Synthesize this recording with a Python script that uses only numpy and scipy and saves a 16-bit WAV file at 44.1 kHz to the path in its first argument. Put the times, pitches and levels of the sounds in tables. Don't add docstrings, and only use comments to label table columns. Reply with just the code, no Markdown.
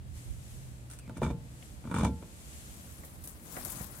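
import sys
import numpy as np
from scipy import signal
from scipy.fft import rfft, irfft
from scipy.io import wavfile
from scipy.ndimage import uniform_filter1d

SR = 44100
rng = np.random.default_rng(int(sys.argv[2]) if len(sys.argv) > 2 else 0)


def generate_wav(signal):
    frames = np.transpose(np.atleast_2d(signal))
    scaled = np.clip(frames, -1, 1) * 32767
    pcm = np.round(scaled).astype(np.int16)
    wavfile.write(sys.argv[1], SR, pcm)


N = 176400
TIME = np.arange(N) / SR


# start_s, tyre_db, dish_db, rim_db
KNOCKS = [(1.079, -40.5, -55, -53), (1.096, -38.5, -37.5, -41), (1.169, -35.5, -55, -43),
          (1.18, -46, -41, -48), (1.218, -32, -21, -42), (1.224, -23.5, -42, -32.5), (1.232, -36, -27, -29),
          (1.250, -27.5, -51, -33.5), (1.264, -58, -32, -34), (1.278, -37, -56, -40),
          (1.302, -29.5, -40, -47), (1.309, -34, -32.5, -41), (1.346, -41, -58, -61),
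          (1.84, -41, -52, -44.5), (1.853, -36, -48, -46), (1.874, -37.5, -47, -44),
          (1.899, -35.5, -50, -44), (1.914, -30.5, -34.5, -28.5), (1.925, -36, -52, -40),
          (1.942, -26, -32, -25), (1.964, -37, -34, -26.5), (1.984, -26, -35, -29),
          (1.997, -50, -36, -31.5), (2.010, -27, -32, -29), (2.02, -28, -36, -32), (2.033, -22.5, -32, -28),
          (2.049, -26.5, -37, -26), (2.059, -28.5, -31.5, -36), (2.076, -31, -39, -49),
          (2.093, -41, -35.5, -72), (2.225, -44.5, -41.5, -45.5)]
# pitch_hz, level_db, t60_s
TYRE_MODES = [(75.3, -15.5, 0.49), (83.8, -16, 0.44), (114, -24, 0.21), (177.3, -14.5, 0.41),
              (228, -12, 0.21), (270, -23, 0.11)]
# frequency_hz, density_db
BOOM_SPECTRUM = [(25, -40), (38, -19), (50, -1.5), (80, 1.5), (140, 1.5), (250, -1.5), (340, -17.5),
                 (600, -20), (1200, -61)]
def tyre():
    start_s, level_db, _, _ = np.transpose(KNOCKS)
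    hits = clicks(start_s, level_db)
    boom = from_db(-6) * decay(hits, t60_s=0.36) * coloured(white(), BOOM_SPECTRUM, WHEEL_STEREO)
    push = from_db(-0.5) * pulse(hits, low_hz=65, high_hz=290)
    return boom - ring_modes(hits, TYRE_MODES) - push


# pitch_hz, level_db, t60_s
DISH_MODES = [(380, -20, 0.15), (467, -18.5, 0.43), (493, -28, 0.32), (542, -23, 0.12), (628.6, -23, 0.28)]
# frequency_hz, density_db
HOLLOW_SPECTRUM = [(200, -12), (330, 12), (560, -2), (720, -5), (1000, -35)]
def dish():
    start_s, _, level_db, _ = np.transpose(KNOCKS)
    hits = clicks(start_s, level_db)
    hollow = from_db(-11) * decay(hits, t60_s=0.12) * coloured(white(), HOLLOW_SPECTRUM, WHEEL_STEREO)
    push = from_db(-1.5) * pulse(hits, low_hz=272, high_hz=615, order=4)
    return (hollow - struck_steel(start_s, level_db, DISH_MODES) - push) * panned(0.8)


# pitch_hz, level_db, t60_s
RIM_LOW_MODES = [(839, -22, 0.29), (873, -23, 0.51), (990, -19, 0.15), (1038, -26, 0.49), (1080, -31, .1),
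                 (1168, -38, 0.21), (1369, -25.5, 0.34), (1450, -27, 0.12), (1552, -32, 0.23)]
RIM_HIGH_MODES = [(1827, -9, 0.05), (2322, -3, 0.076), (2370, -6.5, 0.066), (3525, -10, .035),
                  (3602, -7.5, 0.044)]
# frequency_hz, density_db
CLATTER_SPECTRUM = [(500, -28), (730, -12), (900, 8), (1350, -0.5), (1750, -10.5), (3500, -18.5),
                    (5000, -48), (8500, -13.5), (12000, -34), (16000, -55)]
def rim():
    start_s, _, _, level_db = np.transpose(KNOCKS)
    hits = clicks(start_s, level_db)
    clatter = from_db(-7.5) * decay(hits, t60_s=0.075) * coloured(white(), CLATTER_SPECTRUM, WHEEL_STEREO)
    low_ring = struck_steel(start_s, level_db, RIM_LOW_MODES)
    high_ring = struck_steel(start_s, level_db - 20, RIM_HIGH_MODES)
    crack = from_db(-2) * pulse(hits, low_hz=880, high_hz=1460, order=4)
    return clatter - low_ring - high_ring - crack


def struck_steel(start_s, level_db, modes, free_at_s=1.99, held_ring_share=0.77):
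    uneven_db = rng.normal(0, 2.1, (len(start_s), len(modes)))
    held = start_s < free_at_s
    out = np.zeros(N)
    for k, (pitch_hz, mode_db, t60_s) in enumerate(modes):
        struck_db = level_db + mode_db + uneven_db[:, k]
        out += ring(clicks(start_s[held], struck_db[held]), pitch_hz, t60_s * held_ring_share)
        out += ring(clicks(start_s[~held], struck_db[~held]), pitch_hz, t60_s)
    return out


# start_s, level_db
HUB_BLOWS = [(1.219, -28.5), (1.303, -40), (2.034, -31), (2.050, -26)]
# pitch_hz, level_db, t60_s
HUB_MODES = [(807, -13, 0.078), (852, -7.5, .09), (948, -2.5, 0.057)]
def hub():
    return -ring_modes(clicks(*np.transpose(HUB_BLOWS)), HUB_MODES)


# time_s, level_db
GRINDS = [
    [(1.15, -68), (1.168, -63), (1.173, -62), (1.205, -70), (1.222, -62), (1.237, -43.5), (1.285, -63),
     (1.308, -56), (1.335, -78)],
    [(1.86, -65), (1.935, -66), (1.95, -51.5), (1.998, -47), (2.027, -53), (2.04, -47), (2.055, -42.5),
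     (2.075, -50), (2.11, -67)],
]
# frequency_hz, density_db
RASP_SPECTRUM = [(900, 3.5), (1700, -17), (2800, 3.5), (4800, -2), (6500, 2.5), (8700, -1.5), (11000, -9),
                 (15000, -35)]
def rust(slip_db=1.5):
    flakes = grains(per_s=5000, spread_db=0.5) * from_db(slip_db * flicker(per_s=220))
    rasp = coloured(flakes, RASP_SPECTRUM, WHEEL_STEREO)
    drive = flakes + flakes.mean(axis=0)
    ringing = sum(from_db(db) * rms_one(ring(drive, hz, t60_s)) for hz, db, t60_s in RIM_HIGH_MODES)
    out = 0
    for curve, ring_db in zip(GRINDS, [-1, -4.5]):
        effort = swell(*np.transpose(curve))
        out += effort * (rasp + from_db(ring_db) * ringing)
    return out


# time_s, level_db, pitch_hz
SQUEAK = [(0.989, -65, 2720), (1.034, -67, 2450), (1.08, -62, 2250)]
def squeak(roughness_hz=150):
    time_s, level_db, pitch_hz = np.transpose(SQUEAK)
    rough_hz = np.interp(TIME, time_s, pitch_hz) + roughness_hz * flicker(per_s=1000)
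    return uniform_filter1d(swell(time_s, level_db), size=500) * sine(rough_hz)


# start_s, level_db
STUD_TICKS = [(1.6256, -42.5), (2.228, -51)]
# frequency_hz, density_db
TICK_SPECTRUM = [(500, -15), (1400, -10), (3100, 10), (4200, -19), (9000, -28)]
def stud():
    envelope = decay(clicks(*np.transpose(STUD_TICKS)), t60_s=0.014)
    return envelope * coloured(white(), TICK_SPECTRUM, WHEEL_STEREO) * panned(7.7)


# start_s, level_db, t60_s
GRIT_CRACKS = [(0.9, -49, 0.09), (.911, -49, 0.22), (.934, -55.5, 0.089), (0.988, -47, 0.059),
               (1.171, -45.5, 0.053), (1.942, -44, 0.039), (1.985, -39.5, 0.048), (2.047, -37.5, 0.033)]
# frequency_hz, density_db
GRIT_SPECTRUM = [(600, -7), (1550, 2), (2100, -4.5), (4500, -6.5), (5800, -2), (7500, -2), (8800, 8),
                 (10300, -4), (15000, -13)]
def grit():
    crackle = coloured(grains(per_s=6100, spread_db=2.5), GRIT_SPECTRUM, WHEEL_STEREO) * panned(2.1)
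    return crackle * sum(decay(clicks([s], db), t60_s) for s, db, t60_s in GRIT_CRACKS)


# time_s, level_db, pan_db
RUSTLE = [(0, -69, 4), (.12, -63, 3.5), (.17, -54, 2), (.37, -59.5, 4), (.51, -55, 2.5), (.85, -63.5, 3.5),
          (1.35, -66, 3.5), (1.65, -56, 3), (1.82, -62, 5), (2.13, -61.5, 4), (2.55, -51.5, 2.5),
          (2.95, -54.5, 4.5), (3.19, -57.5, 3), (3.28, -55.5, 7.5), (3.41, -58, 6.5), (3.53, -48.5, 14),
          (3.69, -46, 11), (3.82, -46, 13), (3.9, -53.5, 11), (4, -50.5, 11.5)]
# frequency_hz, density_db
CLOTH_SPECTRUM = [(400, 1.5), (1000, -5), (2500, -2.5), (5000, -4.5), (7800, 2), (11000, -2.5), (14000, -8),
                  (16000, -20)]
def rustle(grass_from_s=2.58, crossfade_s=0.69):
    level_db, pan_db = in_time(RUSTLE)
    grass_share = np.clip((TIME - grass_from_s) / crossfade_s, 0, 1)
    cloth = coloured(grains(per_s=25000, spread_db=-1), CLOTH_SPECTRUM, AIR_STEREO)
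    blend = np.sqrt(1 - grass_share) * cloth + np.sqrt(grass_share) * crushed_grass()
    return from_db(level_db) * panned(pan_db) * blend


# frequency_hz, density_db
GRASS_SPECTRUM = [(400, -8.5), (1000, 6), (1800, 0), (2800, -7), (5000, -4), (7800, 2.5), (11500, 4.5),
                  (16000, -2.5)]
def crushed_grass(flare_db=2):
    cracks = rfft(coloured(grains(per_s=10000, spread_db=-1.5), GRASS_SPECTRUM, AIR_STEREO))
    hz = np.arange(N // 2 + 1) * SR / N
    edges_hz = [0, 1000, 2500, 6000, 8500, 11000, 13500, SR]
    out = 0
    for low, high in zip(edges_hz, edges_hz[1:]):
        band = irfft(cracks * ((hz >= low) & (hz < high)), N)
        out += band * from_db(flare_db * flicker(per_s=70))
    return rms_one(out)


# start_s, level_db, t60_s, pan_db
SNAPS = [(3.049, -44.5, 0.091, 5), (3.238, -42, 0.18, 3), (3.274, -38.5, 0.038, 6), (3.287, -49.5, 0.17, 8),
         (3.648, -35, 0.065, 15.5), (3.699, -39.5, .065, 17), (3.72, -40.5, 0.072, 12),
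         (3.844, -36, .014, 13)]
# frequency_hz, density_db
SNAP_SPECTRUM = [(800, -7), (2500, -9.5), (4500, -7.5), (6500, -1), (9000, 5.5), (12500, 7), (16000, 0)]
def stalks():
    crackle = coloured(grains(per_s=5800, spread_db=-6), SNAP_SPECTRUM, AIR_STEREO)
    return crackle * sum(decay(clicks([s], db), t60_s) * panned(pan_db) for s, db, t60_s, pan_db in SNAPS)


# start_s, thud_db, scuff_db
STEPS = [(3.035, -56, -49.5), (3.567, -47, -37.5), (3.587, -49, -45), (3.657, -42, -43.5),
         (3.808, -34, -46.5)]
# frequency_hz, density_db
SCUFF_SPECTRUM = [(200, -11), (600, 9), (1100, -1), (2000, 1.5), (3200, -23), (8000, -18)]
def steps():
    start_s, thud_db, scuff_db = np.transpose(STEPS)
    hits = clicks(start_s, scuff_db)
    scuff = from_db(0.5) * decay(hits, t60_s=0.093) * coloured(white(), SCUFF_SPECTRUM, AIR_STEREO)
    crunch = from_db(-4) * pulse(hits, low_hz=456, high_hz=2000)
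    thud = from_db(1.5) * pulse(clicks(start_s, thud_db), low_hz=42, high_hz=192)
    return (scuff + crunch) * panned(0.92) - thud


# time_s, rumble_db, road_db
TRAFFIC = [(0, -50.5, -57), (1.7, -51, -55), (2.45, -53.5, -56), (3.05, -51, -54.5), (3.4, -55, -54),
           (3.6, -65, -48.5), (3.85, -49.5, -50.5), (4, -72, -52.5)]
# frequency_hz, density_db
RUMBLE_SPECTRUM = [(20, -40), (32, -24), (50, -1), (70, 5), (100, -4.5), (140, -1.5), (200, -13.5),
                   (400, -50)]
ROAD_SPECTRUM = [(100, 1), (200, 1.5), (290, -0.5), (400, -8), (600, -7), (900, -13.5), (2000, -17.5),
                 (5000, -24), (16000, -87)]
# time_s, level_db
ENGINE_LEVEL = [(0, -49), (.3, -48.5), (.9, -49), (1.6, -51), (2.4, -81), (4, -52.5)]
def traffic(engine_hz=121.8, waver_hz=4):
    rumble_db, road_db = in_time(TRAFFIC)
    engine = from_db(in_time(ENGINE_LEVEL)[0]) * sine(engine_hz + waver_hz * flicker(per_s=22.08))
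    rumble = from_db(rumble_db) * coloured(white(), RUMBLE_SPECTRUM, AIR_STEREO)
    road = from_db(road_db) * coloured(white(), ROAD_SPECTRUM, AIR_STEREO)
    return rumble + road + engine


# time_s, relative_level_db
GUSTS = [(0, -46.5), (.12, -39.5), (.22, -50), (.31, -34), (.42, -50.5), (.6, -44.5), (.9, -54), (1.2, -50)]
# frequency_hz, density_db
BUFFET_SPECTRUM = [(25, -26), (50, 0), (78, -1), (120, -12), (300, -30), (800, -61)]
def breeze():
    buffeting = coloured(white(), BUFFET_SPECTRUM, stereo=[(100, 0)])
    return from_db(in_time(GUSTS)[0] - 6) * panned(-12) * buffeting


# frequency_hz, correlation
WHEEL_STEREO = [(60, 1), (290, .97), (640, 0.59), (1400, 0.46), (3100, 0.072), (6800, 0)]
AIR_STEREO = [(30, 0.29), (60, 1), (130, 0.95), (290, 0.87), (640, 0.17), (1400, -0.43), (3100, -0.037)]
def coloured(source, spectrum, stereo):
    hz = np.arange(N // 2 + 1) * SR / N
    mid, side = rfft(source) * from_db(at_hz(spectrum, hz))
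    alike = np.clip(at_hz(stereo, hz), -1, 1)
    return rms_one(irfft(np.sqrt(1 + alike) * mid + np.sqrt(1 - alike) * side * [[1], [-1]], N))


def white():
    return rng.standard_normal((2, N))


def grains(per_s, spread_db):
    sizes = from_db(spread_db * np.minimum(rng.exponential(1, N), 4))
    return rms_one(white() * sizes * (rng.random(N) < per_s / SR))


def flicker(per_s):
    return rms_one(np.interp(TIME * per_s, np.arange(4000), rng.standard_normal(4000)))


def clicks(start_s, level_db):
    out = np.zeros(N)
    np.add.at(out, (np.asarray(start_s) * SR).astype(int), from_db(level_db))
    return out


def decay(hits, t60_s):
    energy_kept = from_db(-120 / (t60_s * SR))
    return np.sqrt(signal.lfilter([1], [1, -energy_kept], hits ** 2 + 1e-18))


def ring(hits, pitch_hz, t60_s):
    radius, angle = from_db(-60 / (t60_s * SR)), 2 * np.pi * pitch_hz / SR
    return signal.lfilter([0, np.sin(angle)], [1, -2 * radius * np.cos(angle), radius ** 2], hits + 1e-18)


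def ring_modes(hits, modes):
    return sum(from_db(db) * ring(hits, hz, t60_s) for hz, db, t60_s in modes)


def pulse(hits, low_hz, high_hz, order=3):
    band = signal.butter(order, [low_hz, high_hz], "band", fs=SR, output="sos")
    peak = np.abs(signal.sosfilt(band, signal.unit_impulse(SR // 20))).max()
    return signal.sosfilt(band, hits + 1e-18) / peak


def sine(pitch_hz):
    return np.sin(2 * np.pi * np.cumsum(pitch_hz) / SR)


def swell(time_s, level_db):
    return from_db(np.interp(TIME, time_s, level_db, left=-np.inf, right=-np.inf))


def in_time(rows):
    time_s, *columns = np.transpose(rows)
    return [np.interp(TIME, time_s, column) for column in columns]


def at_hz(points, hz):
    frequency_hz, values = np.transpose(points)
    return np.interp(np.log(hz + 1), np.log(frequency_hz), values)


def panned(pan_db):
    return from_db(np.array([[.5], [-.5]]) * pan_db)


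def from_db(db):
    return 10 ** (np.asarray(db) / 20)


def rms_one(x):
    return x / np.sqrt(np.mean(x ** 2) + 1e-20)


def scene():
    wheel = tyre() + dish() + rim() + hub() + rust() + squeak() + stud() + grit()
    person = rustle() + stalks() + steps()
    return wheel + person + traffic() + breeze()


def record(dry, low_cut_hz=37, high_cut_hz=15750):
    thinned = signal.sosfilt(signal.butter(4, low_cut_hz, "high", fs=SR, output="sos"), dry)
    return signal.sosfilt(signal.ellip(10, .1, 80, high_cut_hz, fs=SR, output="sos"), thinned)


dry = scene()
out = record(dry)
generate_wav(out)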